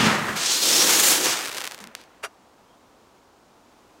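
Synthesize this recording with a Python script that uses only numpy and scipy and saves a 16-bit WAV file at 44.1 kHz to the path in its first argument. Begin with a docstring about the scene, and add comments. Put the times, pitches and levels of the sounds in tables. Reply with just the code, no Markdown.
"""A red flare roars and dies back: a heap of fireworks goes up in a small metal oven on a lawn.
A fountain of sparks hisses out, surging as tube after tube catches, over flames in the oven's hollow.
The sparks burst in sharp pressure spikes, a crackle that echoes off the woods and thins to lone cracks.
A last bit of powder spits and rings the oven, and the quiet night air remains."""
import sys
import numpy as np
from scipy import signal
from scipy.fft import rfft, irfft
from scipy.io import wavfile

SR = 44100
rng = np.random.default_rng(int(sys.argv[2]) if len(sys.argv) > 2 else 0)


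def to_wav(sig):
    """Store sig (one row per channel, or 1-D mono) as 16-bit WAV at the path in sys.argv[1].

    Samples outside -1..1 are clipped; the rate is SR.
    """
    pcm = np.clip(np.atleast_2d(sig), -1, 1) * 32767
    pcm = np.round(pcm).astype(np.int16)
    wavfile.write(sys.argv[1], SR, pcm.T)  # frames by channels


N = 176400
T = np.arange(N) / SR

# flare burning down: (time [s], low [dB], middle [dB], treble [dB])
FLARE_LEVELS = [(0, -25, -23, -23.5), (.07, -21, -19.5, -23.5), (.13, -32.5, -22.5, -29),
                (.25, -34.5, -28.5, -38.5), (.35, -37.5, -32.5, -39)]
# roar spectrum: (frequency [Hz], density [dB])
FLARE_SPECTRUM = [(40, -39), (72, -15), (110, -2), (215, 1), (310, -6.5), (650, -10), (1350, -6.5),
                  (3200, -15.5), (7000, -23.5), (11000, -35.5), (16000, -45.5)]
# oven resonances rung by the flare: (centre [Hz], width [Hz], level re middle noise [dB])
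FLARE_OVEN_MODES = [(910, 160, -10), (1324, 260, -9), (1813, 280, -8)]

def flare():
    """The first fireball: a fluttering roar that rings in the oven, over a thin fizz."""
    low_db, middle_db, treble_db = curves(FLARE_LEVELS)
    flutter = from_db(drift(rate_hz=80))
    low = noise(FLARE_SPECTRUM, high_hz=290.3)
    hum = from_db(-2) * resonance(hz=212.5, width_hz=28)
    low = from_db(low_db) * rms_one(low + hum)
    ring = modes(FLARE_OVEN_MODES)
    middle = from_db(middle_db) * rms_one(noise(FLARE_SPECTRUM, low_hz=313, high_hz=2580) + ring)
    treble = from_db(treble_db) * noise(FLARE_SPECTRUM, low_hz=2437)
    fizz = from_db(-45) * noise(FOUNTAIN_SPECTRUM, low_hz=6500)
    roar = low + flutter * (middle + treble + fizz)
    return roar * gate(FLARE_LEVELS, attack_s=.005, t60_s=.51)


# spark jet spectrum, also the flare's fizz: (frequency [Hz], density [dB])
FOUNTAIN_SPECTRUM = [(40, -33), (130, -13.5), (320, -0.5), (700, -4.5), (1500, -4), (2500, -4.5),
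                     (3300, -2), (7200, -2), (10000, -7.5), (16000, -12.5)]
# hiss surging as tubes catch: (time [s], level [dB])
HISS_LEVELS = [(.366, -30), (.42, -26), (.465, -22.5), (.53, -22.5), (.6, -25.5), (.635, -21), (.73, -18.5),
               (1.0, -19.6), (1.12, -18.5), (1.145, -22), (1.215, -25.5), (1.245, -23), (1.31, -23.5),
               (1.41, -35.5)]
# top of the hiss: (time [s], level re hiss body [dB])
HISS_TOP_LEVELS = [(.38, -9), (.46, -17), (.58, -7.5), (.75, -8.5), (1.1, -2), (1.35, -10)]
# jet resonance: (time [s], centre [Hz])
JET_GLIDE = [(.4, 4273), (.52, 6200), (.58, 4780), (.78, 5586), (1.08, 7000), (1.3, 5990)]
# single tubes: (start [s], hold [s], first pitch [Hz], last pitch [Hz], level re hiss noise [dB])
TUBE_WHISTLES = [(0.471, 0.15, 4290, 4220, -8.5), (0.722, 0.1, 5350, 5660, -7.5),
                 (.93, .09, 6510, 6930, -9), (1.036, 0.047, 7400, 7080, -6.5)]
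# flames under the jets: (time [s], rumble [dB], middle [dB])
FLAME_LEVELS = [(.37, -43.5, -30.5), (.61, -40, -35), (.65, -34, -32.5), (.88, -30, -26), (1.13, -33, -26),
                (1.21, -32, -30.5), (1.28, -32.5, -26), (1.41, -43.5, -33.5)]
# oven cavity: (centre [Hz], width [Hz], level re rumble noise [dB])
CAVITY_MODES = [(346, 57, -7.5), (504.3, 58, -7.5)]

def fountain():
    """Jets of sparks: a hiss with a gliding centre and faint whistles over the rumble of the flames."""
    hiss_db, = curves(HISS_LEVELS)
    top_db, = curves(HISS_TOP_LEVELS)
    jet_hz, = curves(JET_GLIDE)
    rumble_db, middle_db = curves(FLAME_LEVELS)
    whistles = sum(from_db(db) * whistle(*glide) for *glide, db in TUBE_WHISTLES)
    hiss = noise(FOUNTAIN_SPECTRUM, low_hz=2663, high_hz=8700)
    jet = from_db(-7.5) * resonance(jet_hz, width_hz=1500)
    hiss = rms_one(hiss + jet + whistles)
    rumble = rms_one(noise(FOUNTAIN_SPECTRUM, high_hz=675) + modes(CAVITY_MODES))
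    middle = from_db(middle_db) * noise(FOUNTAIN_SPECTRUM, low_hz=678, high_hz=2780)
    top = from_db(top_db) * noise(FOUNTAIN_SPECTRUM, low_hz=8800)
    sputter = from_db(.92 * drift(rate_hz=54))
    spray = sputter * (middle + from_db(hiss_db) * (hiss + top))
    return (from_db(rumble_db) * rumble + spray) * gate(HISS_LEVELS, attack_s=.013, t60_s=.22)


def whistle(start_s, hold_s, first_hz, last_hz):
    """One tube sings briefly, its pitch gliding and wavering as it burns."""
    glide_hz = np.interp(T, [start_s, start_s + hold_s], [first_hz, last_hz])
    hz = glide_hz * (1 + .012 * drift(rate_hz=18))
    return burst(start_s, attack_s=.005, hold_s=hold_s, t60_s=.11) * resonance(hz, width_hz=260)


# nearest bursting sparks: (time [s], relative peak [dB])
NEAR_CRACKS = [(1.3733, -9), (1.391, -11), (1.4182, -13), (1.4514, -15), (1.4576, -9), (1.463, -15),
               (1.483, -12), (1.4942, -14), (1.5314, -17), (1.547, -16), (1.5691, -12.5), (1.573, -13),
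               (1.5806, -11.5), (1.5837, -8.5), (1.6045, -18), (1.6062, -12), (1.615, -12.5), (1.621, -13),
               (1.6402, -11.5), (1.6442, -10), (1.6532, -14), (1.6683, -13), (1.6755, -8), (1.712, -16),
               (1.7205, -15), (1.7462, -16), (1.7793, -24), (1.7896, -23), (1.804, -23.5), (1.841, -18.5),
               (1.873, -21.5), (1.9514, -10.5)]
# crowd of small sparks: (time [s], rate [1/s], median peak [dB])
SPARK_CROWD = [(.4, 100, -46), (1.12, 600, -35), (1.42, 900, -28.5), (1.66, 400, -29.5), (1.7, 130, -35),
               (1.8, 64, -37.5), (2.05, 12, -42)]

def crackle():
    """Sparks burst at random, thickening then thinning; the nearest stand out as single cracks."""
    rate_per_s, median_db = curves(SPARK_CROWD)
    active = (T > SPARK_CROWD[0][0]) & (T < SPARK_CROWD[-1][0])
    fires = (rng.random(N) < rate_per_s / SR) & active
    peak_db = median_db + 6.6 * np.minimum(rng.standard_normal(N), 2)
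    near_s, near_db = np.transpose(NEAR_CRACKS)
    return shocks(near_s, near_db - 1) + shocks(T[fires], peak_db[fires])


def shocks(times_s, peak_db):
    """Each burst is one sharp pressure spike with a slower rebound, and a dull echo from the ground."""
    def shape(clicks):
        rebounding = butterworth(clicks, 1130, "high", order=2)
        softened = butterworth(rebounding, 4540, "low", order=1)
        return butterworth(softened, 14000, "low", order=2)

    def spikes(at_s, db):
        train = np.zeros(N)
        np.add.at(train, np.clip(at_s * SR, 0, N - 1).astype(int), -from_db(db))
        return train

    echo_s = times_s + rng.uniform(.001, .003, len(times_s))
    ground = butterworth(spikes(echo_s, peak_db - 6), 2200, "low", order=1)
    unit_peak = shape(signal.unit_impulse(64)).max()
    return shape(spikes(times_s, peak_db) + ground) / unit_peak


# powder flash spectrum: (frequency [Hz], density [dB])
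SPIT_SPECTRUM = [(120, -33), (450, -12.5), (1400, -0.5), (4300, -18), (10000, -18.5), (16000, -37)]
# metal oven: (centre [Hz], width [Hz], relative level [dB])
OVEN_MODES = [(409.4, 39, -15.5), (658.5, 83, -13), (1205, 40, -8.5), (1430, 64, -9.5), (2795, 55, -17),
              (4700, 99, -20), (5810, 70, -16.5)]

def spit(start_s=2.225, attack_s=.013, hold_s=.013):
    """A pinch of powder flashes inside the oven, which rings briefly."""
    gas = from_db(-.5) * noise(SPIT_SPECTRUM) * burst(start_s, attack_s, hold_s, t60_s=.057)
    ring = modes(OVEN_MODES) * burst(start_s, attack_s, hold_s, t60_s=.086)
    return from_db(-28.5) * (gas + ring)


# late powder: (start [s], level [dB], hold [s], centre [Hz], width [Hz])
POWDER_PUFFS = [(0.278, -25.5, 0.01, 1385, 855), (0.28, -36.5, .005, 5000, 4500),
                (1.24, -41, .01, 350, 90.05), (1.8, -52, 0.071, 213.5, 50),
                (1.801, -47, 0.0083, 5560, 5000), (1.956, -51.5, 0.053, 3500, 3800)]

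def puffs():
    """Powder catches late in short rushes of flame."""
    return sum(
        from_db(db) * burst(start_s, attack_s=.0037, hold_s=hold_s, t60_s=.17) * resonance(hz, width_hz)
        for start_s, db, hold_s, hz, width_hz in POWDER_PUFFS)


# far crackle and its echo: (time [s], level before dulling [dB])
FAR_LEVELS = [(1.43, -34.5), (1.66, -39.5), (1.7, -44), (1.81, -42), (1.93, -49.5), (2.2, -57)]
# far crackle spectrum: (frequency [Hz], density [dB])
FAR_SPECTRUM = [(50, -24), (160, -6.5), (450, 0.5), (1600, -0.5), (7500, -10), (11000, -16.5), (16000, -16)]

def far_crackle():
    """Far crackle, blurred by the woods; it dulls as the echo takes over."""
    level_db, = curves(FAR_LEVELS)
    bright = noise(FAR_SPECTRUM)
    echo = butterworth(noise(FAR_SPECTRUM), 2320, "low", order=2)
    bright_share = np.interp(T, [1.733, 1.8], [1, .15])
    blur = bright_share * bright + (1 - bright_share) * echo
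    flicker_db = 1.7 * drift(rate_hz=94)
    return from_db(level_db + flicker_db) * blur * gate(FAR_LEVELS, attack_s=.036, t60_s=.51)


# night air spectrum: (frequency [Hz], density [dB])
AIR_SPECTRUM = [(25, -13.5), (59, -6), (150, -8.5), (260, -1), (420, -4), (1000, -4), (1900, -16),
                (7000, -22), (11500, -31.5)]
# slow swell of the air: (time [s], gain [dB])
AIR_GAINS = [(2.4, -0.1), (3.1, 0.14), (3.35, -0.7), (3.85, 1.2)]

def night_air():
    """The soft, dull rush of the night, with one faint, thin whistle."""
    swell_db, = curves(AIR_GAINS)
    peep = burst(start_s=2.63, attack_s=.063, hold_s=0, t60_s=.7) * resonance(hz=3230, width_hz=110)
    return from_db(-56 + swell_db) * noise(AIR_SPECTRUM) + from_db(-71) * peep


def from_db(db):
    """Decibels to gain."""
    return 10 ** (np.asarray(db) / 20)


def rms_one(x):
    """Scale to rms 1."""
    return x / np.sqrt(np.mean(x ** 2) + 1e-20)


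def curves(rows):
    """Each column after the time, interpolated to every sample."""
    times_s, *columns = np.transpose(rows)
    return [np.interp(T, times_s, column) for column in columns]


def gate(rows, attack_s, t60_s):
    """Gain that opens just before a curve starts and dies away after it ends."""
    attack = np.clip(1 + (T - rows[0][0]) / attack_s, 0, 1)
    return attack * from_db(-60 * np.maximum(T - rows[-1][0], 0) / t60_s)


def burst(start_s, attack_s, hold_s, t60_s):
    """Envelope: quadratic attack, hold, exponential release."""
    attack = np.clip((T - start_s) / attack_s, 0, 1) ** 2
    return attack * from_db(-60 * np.maximum(T - start_s - attack_s - hold_s, 0) / t60_s)


def drift(rate_hz):
    """Smooth random wander; rms 1."""
    hop, settle = 40, 2000
    pole = np.exp(-2 * np.pi * rate_hz * hop / SR)
    white = rng.standard_normal(N // hop + settle + 2)
    slow = signal.lfilter([1], [1, -2 * pole, pole * pole], white)[settle:]
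    return np.interp(np.arange(N) / hop, np.arange(len(slow)), rms_one(slow))


def butterworth(x, hz, kind, order):
    """Causal low-pass or high-pass."""
    return signal.sosfilt(signal.butter(order, hz, kind, fs=SR, output="sos"), x + 1e-18)


def noise(spectrum, low_hz=20, high_hz=18000):
    """Noise of a given spectrum between two edges; rms 1."""
    hz = np.maximum(np.arange(N // 2 + 1) * SR / N, 1)
    knots_hz, knots_db = np.transpose(spectrum)
    colour = from_db(np.interp(np.log(hz), np.log(knots_hz), knots_db))
    edges = 1 / np.sqrt((1 + (low_hz / hz) ** 12) * (1 + (hz / high_hz) ** 12))
    return rms_one(irfft(rfft(rng.standard_normal(N)) * edges * colour, N))


def resonance(hz, width_hz):
    """Turbulence ringing in one resonance, whose centre may move; rms 1."""
    pole = np.exp(-1.5 * np.pi * width_hz / SR)
    in_phase, quadrature = signal.lfilter([1], [1, -2 * pole, pole * pole], rng.standard_normal((2, N)))
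    phase = 2 * np.pi * np.cumsum(hz * np.ones(N)) / SR
    return rms_one(in_phase * np.cos(phase) + quadrature * np.sin(phase))


def modes(rows):
    """Turbulence ringing in several steady resonances."""
    return sum(from_db(db) * resonance(hz, width_hz) for hz, width_hz, db in rows)


def scene():
    """All sources in one channel."""
    return (night_air() + flare() + fountain() + far_crackle() + puffs() + spit() + crackle())[None]


def record(dry):
    """Steep linear-phase low-pass that keeps the cracks sharp."""
    cutoff_hz = 15900
    return signal.fftconvolve(dry, signal.firwin(301, cutoff_hz, fs=SR)[None], "same")


dry = scene()
out = record(dry)
to_wav(out)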